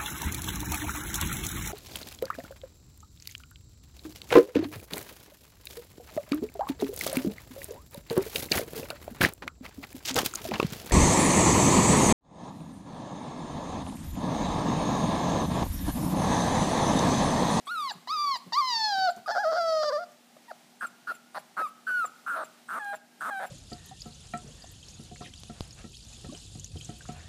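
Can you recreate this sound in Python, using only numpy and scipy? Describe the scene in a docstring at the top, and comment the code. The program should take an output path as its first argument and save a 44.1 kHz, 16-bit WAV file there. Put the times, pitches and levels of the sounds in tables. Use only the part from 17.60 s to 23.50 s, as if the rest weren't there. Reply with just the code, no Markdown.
"""Soft room noise and a faint appliance hum come first; almost at once a young puppy cries on a couch, close by.
Four long sliding whines through the open mouth give way to short nasal whimpers, the last ones with low moans.
The voice is a train of vocal-fold pulses, heard through throat and nose with the open mouth's ring added
beside it; a slower flutter roughens it. A thin whistle tone and a hiss of shaped noise ride along.
Paws and lips are short puffs of noise; the couch and the room add delayed copies."""
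import sys
import numpy as np
from scipy import signal
from scipy.fft import rfft, irfft, next_fast_len
from scipy.io import wavfile
from scipy.ndimage import uniform_filter1d

SR = 44100
rng = np.random.default_rng(int(sys.argv[2]) if len(sys.argv) > 2 else 0)


def bounce(signal):
    """Save signal as a 16-bit WAV file at the path given by the first command-line argument."""
    frames = np.transpose(np.atleast_2d(signal))
    limited = np.clip(frames, -1, 1)
    pcm = np.round(limited * 32767).astype(np.int16)
    wavfile.write(sys.argv[1], SR, pcm)


N = 260190  # length of the sound in samples


def gain_of(db):
    """Turns decibels into an amplitude factor."""
    return 10 ** (np.asarray(db) / 20)


def evened(x):
    """Scales a sound to an average strength (rms) of 1."""
    return x / np.sqrt(np.mean(x ** 2) + 1e-20)


def read(points, hz):
    """Reads a (frequency, value) table at any frequency, on a logarithmic axis."""
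    table_hz, value = np.transpose(points)
    return np.interp(np.log(hz + 1), np.log(table_hz + 1), value)


def add(mix, start_s, sound):
    """Mixes a sound in at a given time."""
    part = mix[max(round(start_s * SR), 0):][:len(sound)]
    part += sound[:len(part)]


def coloured(x, points):
    """Makes each frequency louder or softer, as a (frequency, dB) table says."""
    size = next_fast_len(len(x) + 1024)
    spectrum = rfft(x, size)
    gain = gain_of(read(points, np.fft.rfftfreq(size, 1 / SR)))
    return irfft(spectrum * gain, size)[:len(x)]


def wander(hz):
    """A random wavering of rms 1, mostly slower than hz."""
    low_pass = signal.butter(2, hz, fs=SR, output="sos")
    return evened(signal.sosfilt(low_pass, rng.standard_normal(N)))


def span(start_s, end_s):
    """The sample numbers between two times, and the progress 0-1 through them."""
    at = np.arange(round(start_s * SR), min(round(end_s * SR), N))
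    return at, np.linspace(0, 1, len(at))


def follow(rows):
    """The sample numbers that a curve table covers, and its columns read at each of them."""
    s, *columns = np.transpose(rows)
    at = np.arange(round(s[0] * SR), min(round(s[-1] * SR), N))
    return at, [np.interp(at / SR, s, column) for column in columns]


def fade(at, edge_s):
    """A loudness curve with a soft start and end."""
    to_nearest_end = np.minimum(at - at[0], at[-1] - at)
    return np.sin(np.pi / 2 * np.minimum(to_nearest_end / (edge_s * SR), 1)) ** 2


def amplitude(x, size=500):
    """Running strength (rms), smoothed over size samples, then over half as many."""
    power = uniform_filter1d(uniform_filter1d(x ** 2, size), size // 2)
    return np.sqrt(power + 1e-12)


# colour of the room noise: (frequency [Hz], level [dB per Hz])
ROOM_NOISE = [(30, 1), (60, -19), (100, -18), (130, -5), (200, 3), (330, -1), (480, -5.5), (600, -3.5),
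              (800, 2), (1000, -7), (2000, -7.5), (4000, -9), (8000, -13), (15000, -20)]
ROOM_NOISE_DB, HUM_HZ, HUM_DB = -59.5, 239.5, -67


def background(drift_db=0.88, waver=0.003):
    """Coloured noise drifts slowly in level, beside a steady appliance tone that wavers slightly in pitch."""
    noise_gain = gain_of(ROOM_NOISE_DB + drift_db * wander(2.0))
    noise = noise_gain * evened(coloured(rng.standard_normal(N), ROOM_NOISE))
    hum_hz = HUM_HZ * (1 + waver * wander(8.8))
    hum = evened(np.sin(2 * np.pi * np.cumsum(hum_hz) / SR))
    return noise + gain_of(HUM_DB) * hum


# the whistle arches over the cries: (start [s], end [s], top pitch [Hz], level at the top [dB])
ARCHES = [(0.056, 0.086, 8240, -57.5), (0.472, 0.474, 8140, -44), (3.2, 3.275, 8530, -60.5),
          (3.485, 3.546, 9140, -73), (3.738, 3.79, 9100, -65), (3.965, 4.07, 9000, -69),
          (4.27, 4.457, 8300, -77), (4.68, 4.844, 8730, -62.5), (5.079, 5.205, 8600, -62.5),
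          (5.598, 5.702, 8800, -65), (5.805, 5.863, 8630, -69)]
ARCH_DROP_HZ, ARCH_ENDS_DB = 400, 7  # each arch is lower and louder at both ends
# the whistle chirps downward as a cry lets go: (middle time [s], peak level [dB])
CHIRPS = [(0.322, -43), (0.773, -48), (1.509, -44), (3.271, -48), (3.553, -49.5), (3.793, -55), (4.08, -55),
          (4.462, -38.5), (4.849, -47), (5.358, -47.5), (5.871, -49.5)]
CHIRP_S, CHIRP_HZ, CHIRP_FALL_HZ_PER_S = 0.043, 7420, 28600  # length, pitch halfway, fall
CHIRP_FADE_DB = 33  # how much softer a chirp is at its ends


def whistles():
    """Every arch and chirp of the whistle as (samples, pitch Hz, amplitude dB)."""
    for start, end, top_hz, db in ARCHES:
        at, u = span(start, end)
        droop = (2 * u - 1) ** 2
        yield at, top_hz - ARCH_DROP_HZ * droop, db + ARCH_ENDS_DB * droop
    for middle, db in CHIRPS:
        at, u = span(middle - CHIRP_S / 2, middle + CHIRP_S / 2)
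        hz = CHIRP_HZ - CHIRP_FALL_HZ_PER_S * (at / SR - middle)
        yield at, hz, db - CHIRP_FADE_DB * abs(2 * u - 1)


def whistle(jitter=0.0065, octave_db=-16):
    """A thin tone from the narrow gap between the folds, with a weak octave and a trembling pitch."""
    out, bend = np.zeros(N), 1 + jitter * wander(450)
    for at, hz, db in whistles():
        phase = 2 * np.pi * np.cumsum(hz * bend[at]) / SR
        tone = np.sin(phase) + gain_of(octave_db) * np.sin(2 * phase)
        out[at] += gain_of(db) * tone * fade(at, 0.0018)
    return out


# colour of the air through the nose: (frequency [Hz], level [dB per Hz])
NOSE_AIR = [(300, 1), (1400, -9), (2500, 5.5), (4000, -5), (6000, -8), (8500, -14.5), (10500, 3),
            (12500, -7.5), (15000, -6)]


def nose_hiss(whistle_db=-57, cry_db=-57.0, per_octave_db=10, flicker_db=2):
    """Air hisses through the nose with the whistle, and with the pressure that drives a high cry."""
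    blown = np.zeros(N)
    for at, hz, *_ in cries():
        swell = np.sin(np.linspace(0, np.pi, len(at))) ** .5
        blown[at] = gain_of(cry_db + per_octave_db * np.log2(hz / 1400)) * swell  # higher cries blow harder
    for at, *_ in whistles():
        swell = np.sin(np.linspace(0, np.pi, len(at)))
        blown[at] = np.maximum(blown[at], gain_of(whistle_db) * swell)
    flicker = gain_of(flicker_db * wander(18))
    return blown * flicker * evened(coloured(rng.standard_normal(N), NOSE_AIR))


# the long whines, one curve each: (time [s], pitch [Hz], level [dB], ring of the open mouth [dB])
WHINES = [
    [(0.068, 1110, -37.5, -15), (0.078, 1095, -37.5, -6), (0.116, 1443, -31.5, -17),
     (0.138, 1420, -35.5, -21), (0.176, 1284, -32, -12), (0.276, 1052, -32.5, -13), (0.298, 970, -44, 9.5),
     (0.312, 844, -37, -4), (0.322, 820, -30.5, -41)],
    [(0.472, 1000, -34.5, -16), (0.484, 986, -42, 0.5), (0.506, 1170, -29.5, -8),
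     (0.532, 1296, -29.5, -11.5), (0.578, 1185, -30.5, -8.5), (0.636, 1174, -28.5, -10.5),
     (0.708, 1106, -27, -11.5), (0.742, 1034, -30.5, -3.5), (0.772, 926, -38.5, -3.5)],
    [(0.921, 983, -31.5, -18), (0.933, 898, -36.5, 5.5), (0.979, 1165, -20, -18.5),
     (0.993, 1205, -22.5, -15.5), (1.021, 1051, -26.5, -15.5), (1.077, 1023, -30, -3),
     (1.157, 905.5, -34.5, 4.5), (1.273, 855, -29.5, -2), (1.351, 776.7, -28, -8.5),
     (1.451, 752.3, -24.5, -11), (1.471, 733, -23.5, -15), (1.491, 670, -22, -19), (1.499, 732, -25.5, -18),
     (1.508, 750, -34.5, -22)],
    [(1.676, 835, -33, -12), (1.692, 676, -28, -18.5), (1.702, 674, -28, -15.5), (1.722, 879, -31, -9.5),
     (1.736, 873, -35.5, -13), (1.768, 693, -25, -20), (1.802, 837.5, -29, -17), (1.828, 836, -33, -22),
     (1.854, 616.6, -25, -21), (1.9, 664.4, -25.5, -25.5), (1.928, 621, -28.5, -16.5),
     (1.956, 658, -28.5, -16), (1.966, 722, -27, -16), (2.012, 673.8, -25.5, -18), (2.294, 591.4, -28, -11),
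     (2.308, 497, -32.5, -29), (2.316, 488, -33.5, -22), (2.332, 606, -27, -18.5),
     (2.37, 582.3, -27.5, -22), (2.402, 700, -36.5, -23), (2.434, 710, -38.5, -18), (2.446, 649, -41, -15)],
]
# a held-back voice is pressed, with a strong second harmonic: dB in each whine, and its loss per dB of level
WHINE_PRESS_DB, PRESS_LOSS = [3.2, 1.2, 0.37, 4.9], 0.033


def whines():
    """Long slides in pitch; the second harmonic weakens as a whine gets louder."""
    for rows, press_db in zip(WHINES, WHINE_PRESS_DB):
        at, (hz, db, open_db) = follow(rows)
        yield at, hz, db, open_db, press_db - PRESS_LOSS * (db - db.mean())


def cries():
    """Every cry as (samples, pitch Hz, level dB, open mouth dB, pressed second harmonic dB)."""
    yield from whines()
    yield from whimpers()
    yield from moans()


# a whine catches as it starts and as it stops: length [s], depth [0-1], flutter [Hz]
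CATCH_IN, CATCH_OUT = (0.011, 0.35, 300), (0.021, 0.19, 178)
# where the voice breaks in mid cry: (start [s], end [s], depth [0-1], flutter [Hz])
BREAKS = [(1.34, 1.486, 0.03, 139.8), (1.68, 1.72, 0.67, 139.2), (1.748, 1.782, 0.66, 122.2),
          (1.917, 1.945, 0.78, 138.9), (1.951, 1.985, 0.45, 131), (2.227, 2.247, 0.38, 88.6),
          (4.442, 4.456, 0.42, 518.9)]
# how unsteady the flutter rate is, as a share: whines and creaks tear, a whimper rattles more evenly
TEAR_UNSTEADY, RATTLE_UNSTEADY = 0.212, 0.1106
ONSET_FLUTTER_HZ, CREAK_DEPTH = 135, 1  # flutter as a whimper starts; depth as a moan ends


def rough_spells():
    """Every stretch of flutter as (start s, end s, depth, first Hz, last Hz, unsteadiness)."""
    (in_s, in_depth, in_hz), (out_s, out_depth, out_hz) = CATCH_IN, CATCH_OUT
    for rows in WHINES:
        start, end = rows[0][0], rows[-1][0]
        yield start, start + in_s, in_depth, in_hz, in_hz, TEAR_UNSTEADY
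        yield end - out_s, end, out_depth, out_hz, out_hz, TEAR_UNSTEADY
    for start, end, depth, hz in BREAKS:
        yield start, end, depth, hz, hz, TEAR_UNSTEADY
    for start, *_, rough_s, depth, final_hz in WHIMPERS:
        if depth > 0:
            yield start, start + rough_s, depth, ONSET_FLUTTER_HZ, final_hz, RATTLE_UNSTEADY
    for _, end, *_, creak_s, hz in MOANS:
        yield end - creak_s, end, CREAK_DEPTH, hz, hz, TEAR_UNSTEADY


def flutter(speed_up_power=1.15, weaken_power=0.34):
    """A second, slower vibration of the folds that weakens as it speeds up: its depth and its phase."""
    depth, beat, drift = np.zeros(N), np.zeros(N), wander(131.0)
    for start, end, strength, first_hz, last_hz, unsteady in rough_spells():
        at, u = span(start, end)
        hz = first_hz * (last_hz / first_hz) ** (u ** speed_up_power)
        depth[at] = np.minimum(strength * (first_hz / hz) ** weaken_power, 1)
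        beat[at] = 2 * np.pi * hz * (1 + unsteady * drift[at]) / SR
    return uniform_filter1d(depth, size=130), np.cumsum(beat)


# how sharply the folds snap shut, which lifts the high overtones: (time [s], level [dB])
SNAP = [(.2, 7.5), (.6, -7), (1.2, -6), (2.1, 0), (4.4, 1), (5.5, 10.5)]


def fold_pulses(at, hz, phase, press_db, closure_hz=13500):
    """The vocal folds open and shut: a basic tone, a pressed second harmonic and a stack of overtones."""
    folds = np.cos(phase) + gain_of(press_db) * np.sin(2 * phase) / 2
    snap = gain_of(np.interp(at / SR, *np.transpose(SNAP)))
    for k in range(3, 22):
        soft_closure = 1 + (k * hz / closure_hz) ** 4  # rounds off the top overtones
        folds += snap * np.cos(k * phase - (k - 1) * np.pi / 2) / k / soft_closure
    return folds


# what the open mouth adds, with its resonance at MOUTH_HZ: (frequency [Hz], level [dB])
MOUTH = [(1500, -81), (2400, -29.5), (3050, -6), (3600, -6.5), (4450, 8.5), (5100, 3.5), (6000, -7.5),
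         (7000, -13), (8500, -28), (15000, -36)]
MOUTH_HZ = 4450
# the jaw and lips move that resonance: (time [s], resonance [Hz])
JAW = [(.1, 3620), (.3, 4160), (.55, 4340), (.76, 4350), (.94, 4430), (1.15, 4430), (1.27, 4440),
       (1.48, 4290), (1.75, 4840), (2, 4710), (2.4, 4720), (4.4, 3988), (5.25, 3527)]


def mouth(x, at):
    """The mouth's resonances slide together with the jaw."""
    hz, t, z = signal.stft(x, SR, nperseg=256)
    peak_hz = np.interp(at[0] / SR + t, *np.transpose(JAW))
    gain = gain_of(read(MOUTH, hz[:, None] * MOUTH_HZ / peak_hz))
    return signal.istft(z * gain, SR, nperseg=256)[1][:len(x)]


# colour of the voice through throat and nose: (frequency [Hz], level [dB])
THROAT_NOSE = [(100, -41), (200, -10.5), (420, -1.5), (650, 9.5), (950, -1.5), (1450, 5.5), (1750, -1),
               (2050, -8.5), (2500, -25.5), (4200, -36.5), (6000, -28.5), (8000, -17.5), (10500, -17.5),
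               (15000, -18)]
# turbulence at the folds, against the pulses: (frequency [Hz], level [dB])
RASP = [(1000, -68), (4000, -33), (7000, -18), (10000, -41), (15000, -11.5)]


def voice(jitter=0.0018, swing=0.16, chaos=0.087, puff=0.56, shimmer_db=0.91, edge_s=0.0032):
    """Fold pulses, shaken by the flutter, sound through throat and nose; the open mouth's ring is added."""
    nasal, oral, (depth, beat) = np.zeros(N), np.zeros(N), flutter()
    # the pitch trembles a little always, and swings with the flutter
    bend = 1 + jitter * wander(670) + depth * (swing * np.sin(beat) + chaos * wander(343))
    grip = 1 - depth * ((1 + np.cos(beat)) / 2) ** 2  # each flutter cycle chokes the folds briefly
    shimmer = gain_of(shimmer_db * wander(48))  # small random changes of loudness
    turbulence = coloured(rng.standard_normal(N), RASP)
    for at, hz, level_db, open_db, press_db in cries():
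        phase = 2 * np.pi * np.cumsum(hz * bend[at]) / SR
        folds = fold_pulses(at, hz, phase, press_db)
        # the mean air flow is chopped too, which fills in the low end
        chopped = grip[at] * (folds + puff) - puff
        flow = chopped + (1 + np.cos(phase)) * turbulence[at]
        effort = gain_of(level_db) * shimmer[at] * fade(at, edge_s)
        # dividing by the running strength lets the level curve set the loudness
        nasal[at] += effort * flow / amplitude(coloured(flow, THROAT_NOSE))
        ring = mouth(flow, at)
        oral[at] += effort * gain_of(open_db) * ring / amplitude(ring)
    return coloured(nasal, THROAT_NOSE) + oral


def leather(x, count=7):
    """Treble glances off the couch within a few ms, so gliding overtones swell and fade."""
    glances = np.zeros(SR // 150)
    delays = rng.integers(SR // 1000, len(glances), count)
    glances[delays] = rng.choice([-1., 1.], count) / np.sqrt(count)
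    return coloured(signal.fftconvolve(x, glances)[:N], [(1500, -30), (3000, -12), (8000, -6)])


# how long the echo takes to fall by 60 dB: (frequency [Hz], fall time [s])
ECHO_FALL = [(300, 0.4), (800, 0.3245), (2000, 0.72), (5500, 0.36), (12000, 1.7)]
# the colour of the echo: (frequency [Hz], level [dB])
ECHO_COLOUR = [(200, -5), (750, -8), (1400, -16.5), (4500, -10.5), (12000, -20.5)]


def room(x, gap_s=0.0087):
    """Scattered reflections follow after a short gap; each frequency dies away at its own speed."""
    size = SR // 2
    reflections = rng.choice([-1., 1.], size) * (rng.random(size) < .05)
    hz, t, z = signal.stft(reflections, SR, nperseg=256)
    decay = gain_of(-60 * t / read(ECHO_FALL, hz)[:, None])
    tail = signal.istft(z * decay, SR, nperseg=256)[1]
    tail *= np.arange(len(tail)) > gap_s * SR
    return coloured(signal.fftconvolve(x, tail / np.linalg.norm(tail))[:N], ECHO_COLOUR)


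def taps(rows, colour, rise_s, lift_db):
    """Short puffs of noise that swell and die, coloured by what is touched."""
    out, u = np.zeros(N), np.arange(SR // 5) / SR / rise_s
    for s, db in rows:
        puff = u * np.exp(1 - u) * rng.standard_normal(len(u))
        push = coloured(np.pad(puff, SR // 20), colour)  # silence around it leaves room for the filter
        add(out, s - rise_s / 2 - 1 / 20, gain_of(db + lift_db) * push / abs(push).max())
    return out


# paws on the cushion: (time [s], peak level before the lift [dB])
PAWS = [(0.355, -48.5), (0.864, -46.5), (1.383, -46), (1.571, -48)]


def paws():
    """Paws pad on the cushion: dull puffs, strongest around 180 Hz."""
    colour = [(40, -32), (90, -24), (130, -11), (180, -5.5), (300, -18), (1000, -27.0), (6000, -46)]
    return taps(PAWS, colour, rise_s=0.009, lift_db=6.5)


# wet clicks of the lips: (time [s], peak level before the lift [dB])
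LIPS = [(1.564, -48), (2.5194, -54.5), (5.2463, -50)]


def lips():
    """Wet lips click: very short, bright puffs, strongest around 7000 Hz."""
    return taps(LIPS, [(1000, -20), (4000, 1), (7000, 7), (15000, -5)], rise_s=0.00051, lift_db=9.0)


# short nasal whimpers: (start [s], end [s], pitch [Hz], final pitch [Hz], level [dB], swell [dB],
# open mouth [dB], rough for [s], roughness [depth, held to 1 at most], final flutter [Hz])
WHIMPERS = [ (1.659, 1.677, 1240, 1200, -37.5, 2, -15, 0, 0, -1),
            (2.765, 2.774, 574, 715, -47.5, 0, -32, 0, 0.01, 0),
            (2.88, 2.92, 957, 520, -49, 26, -23, 0, 0, 0),
            (3.207, 3.261, 1444, 1335, -34, 4.5, -32, 0.046, 0.92, 290.5),
            (3.470, 3.524, 1417, 1324, -33, 5, -27, 0.053, 0.7, 696),
            (3.745, 3.786, 1112, 770, -36, 8, -17.5, 0.038, 1.22, 190.5),
            (3.967, 4.074, 1303, 1113, -29, -4, -31.5, 0.057, 0.92, 601.5),
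            (4.267, 4.457, 1483, 1170, -27, 0, -33.5, 0.046, 0.46, 449.5),
            (4.663, 4.76, 1420, 1354, -31, 1.5, -62, 0.1, 0.63, 399.5),
            (5.085, 5.191, 1337, 1130, -34.5, 5, -38, 0.105, 1.03, 301),
            (5.606, 5.703, 1344, 1076, -33.5, 4, -31.5, 0.095, 1.04, 300.5), ]
SAG_POWER, ARCH_DB, WHIMPER_PRESS_DB = 4.0, 3.2, 3.5


def whimpers():
    """Short cries mostly through the nose: the pitch holds, then moves late; the level arches."""
    for start, end, hz, final_hz, db, swell_db, open_db, *_ in WHIMPERS:
        at, u = span(start, end)
        sag = u ** SAG_POWER
        level_db = db + swell_db * sag - ARCH_DB * (2 * u - 1) ** 2
        yield at, hz + (final_hz - hz) * sag, level_db, open_db, WHIMPER_PRESS_DB


# the last whimpers crack down into a moan that ends in a creak: (start [s], end [s], settled pitch [Hz],
# level [dB], swell [dB], pressed second harmonic halfway [dB], creak for [s], creak flutter [Hz])
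MOANS = [(4.758, 4.84, 621.3, -34, -2.5, 17, 0.088, 310), (5.193, 5.353, 804.5, -36.5, 4.5, 9, 0.023, 168),
         (5.705, 5.861, 766, -35, 0.5, 6.5, 0.064, 187)]
MOAN_OVERSHOOT, MOAN_SETTLE_S, MOAN_MOUTH_DB = 0.11, 0.028, -26
MOAN_RELAX_DB = 7.5  # the second harmonic weakens by this from start to end


def moans():
    """Low cries that start a little sharp and settle, while the pressed voice relaxes."""
    for start, end, hz, db, swell_db, press_db, *_ in MOANS:
        at, u = span(start, end)
        settle = 1 + MOAN_OVERSHOOT * np.exp(-(at - at[0]) / SR / MOAN_SETTLE_S)
        level_db = db + swell_db * (u - .5)
        yield at, hz * settle, level_db, MOAN_MOUTH_DB, press_db - MOAN_RELAX_DB * (u - .5)


def scene():
    """The puppy and its small movements, with the couch, the room and the background."""
    puppy = voice() + whistle() + nose_hiss() + paws() + lips()
    return (puppy + leather(puppy) + room(puppy) + background())[None]


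EDGE_HZ = 15450  # upper limit of the treble


def record(dry, low_cut_hz=100):
    """The small microphone loses the bass; then the treble is cut off above the edge."""
    bass_cut = signal.butter(3, low_cut_hz, "highpass", fs=SR, output="sos")
    thin = signal.sosfilt(bass_cut, dry)
    treble_cut = signal.firwin(511, EDGE_HZ, window=("kaiser", 9), fs=SR)
    return signal.oaconvolve(thin, treble_cut[None], "same")


dry = scene()
out = record(dry)
bounce(out)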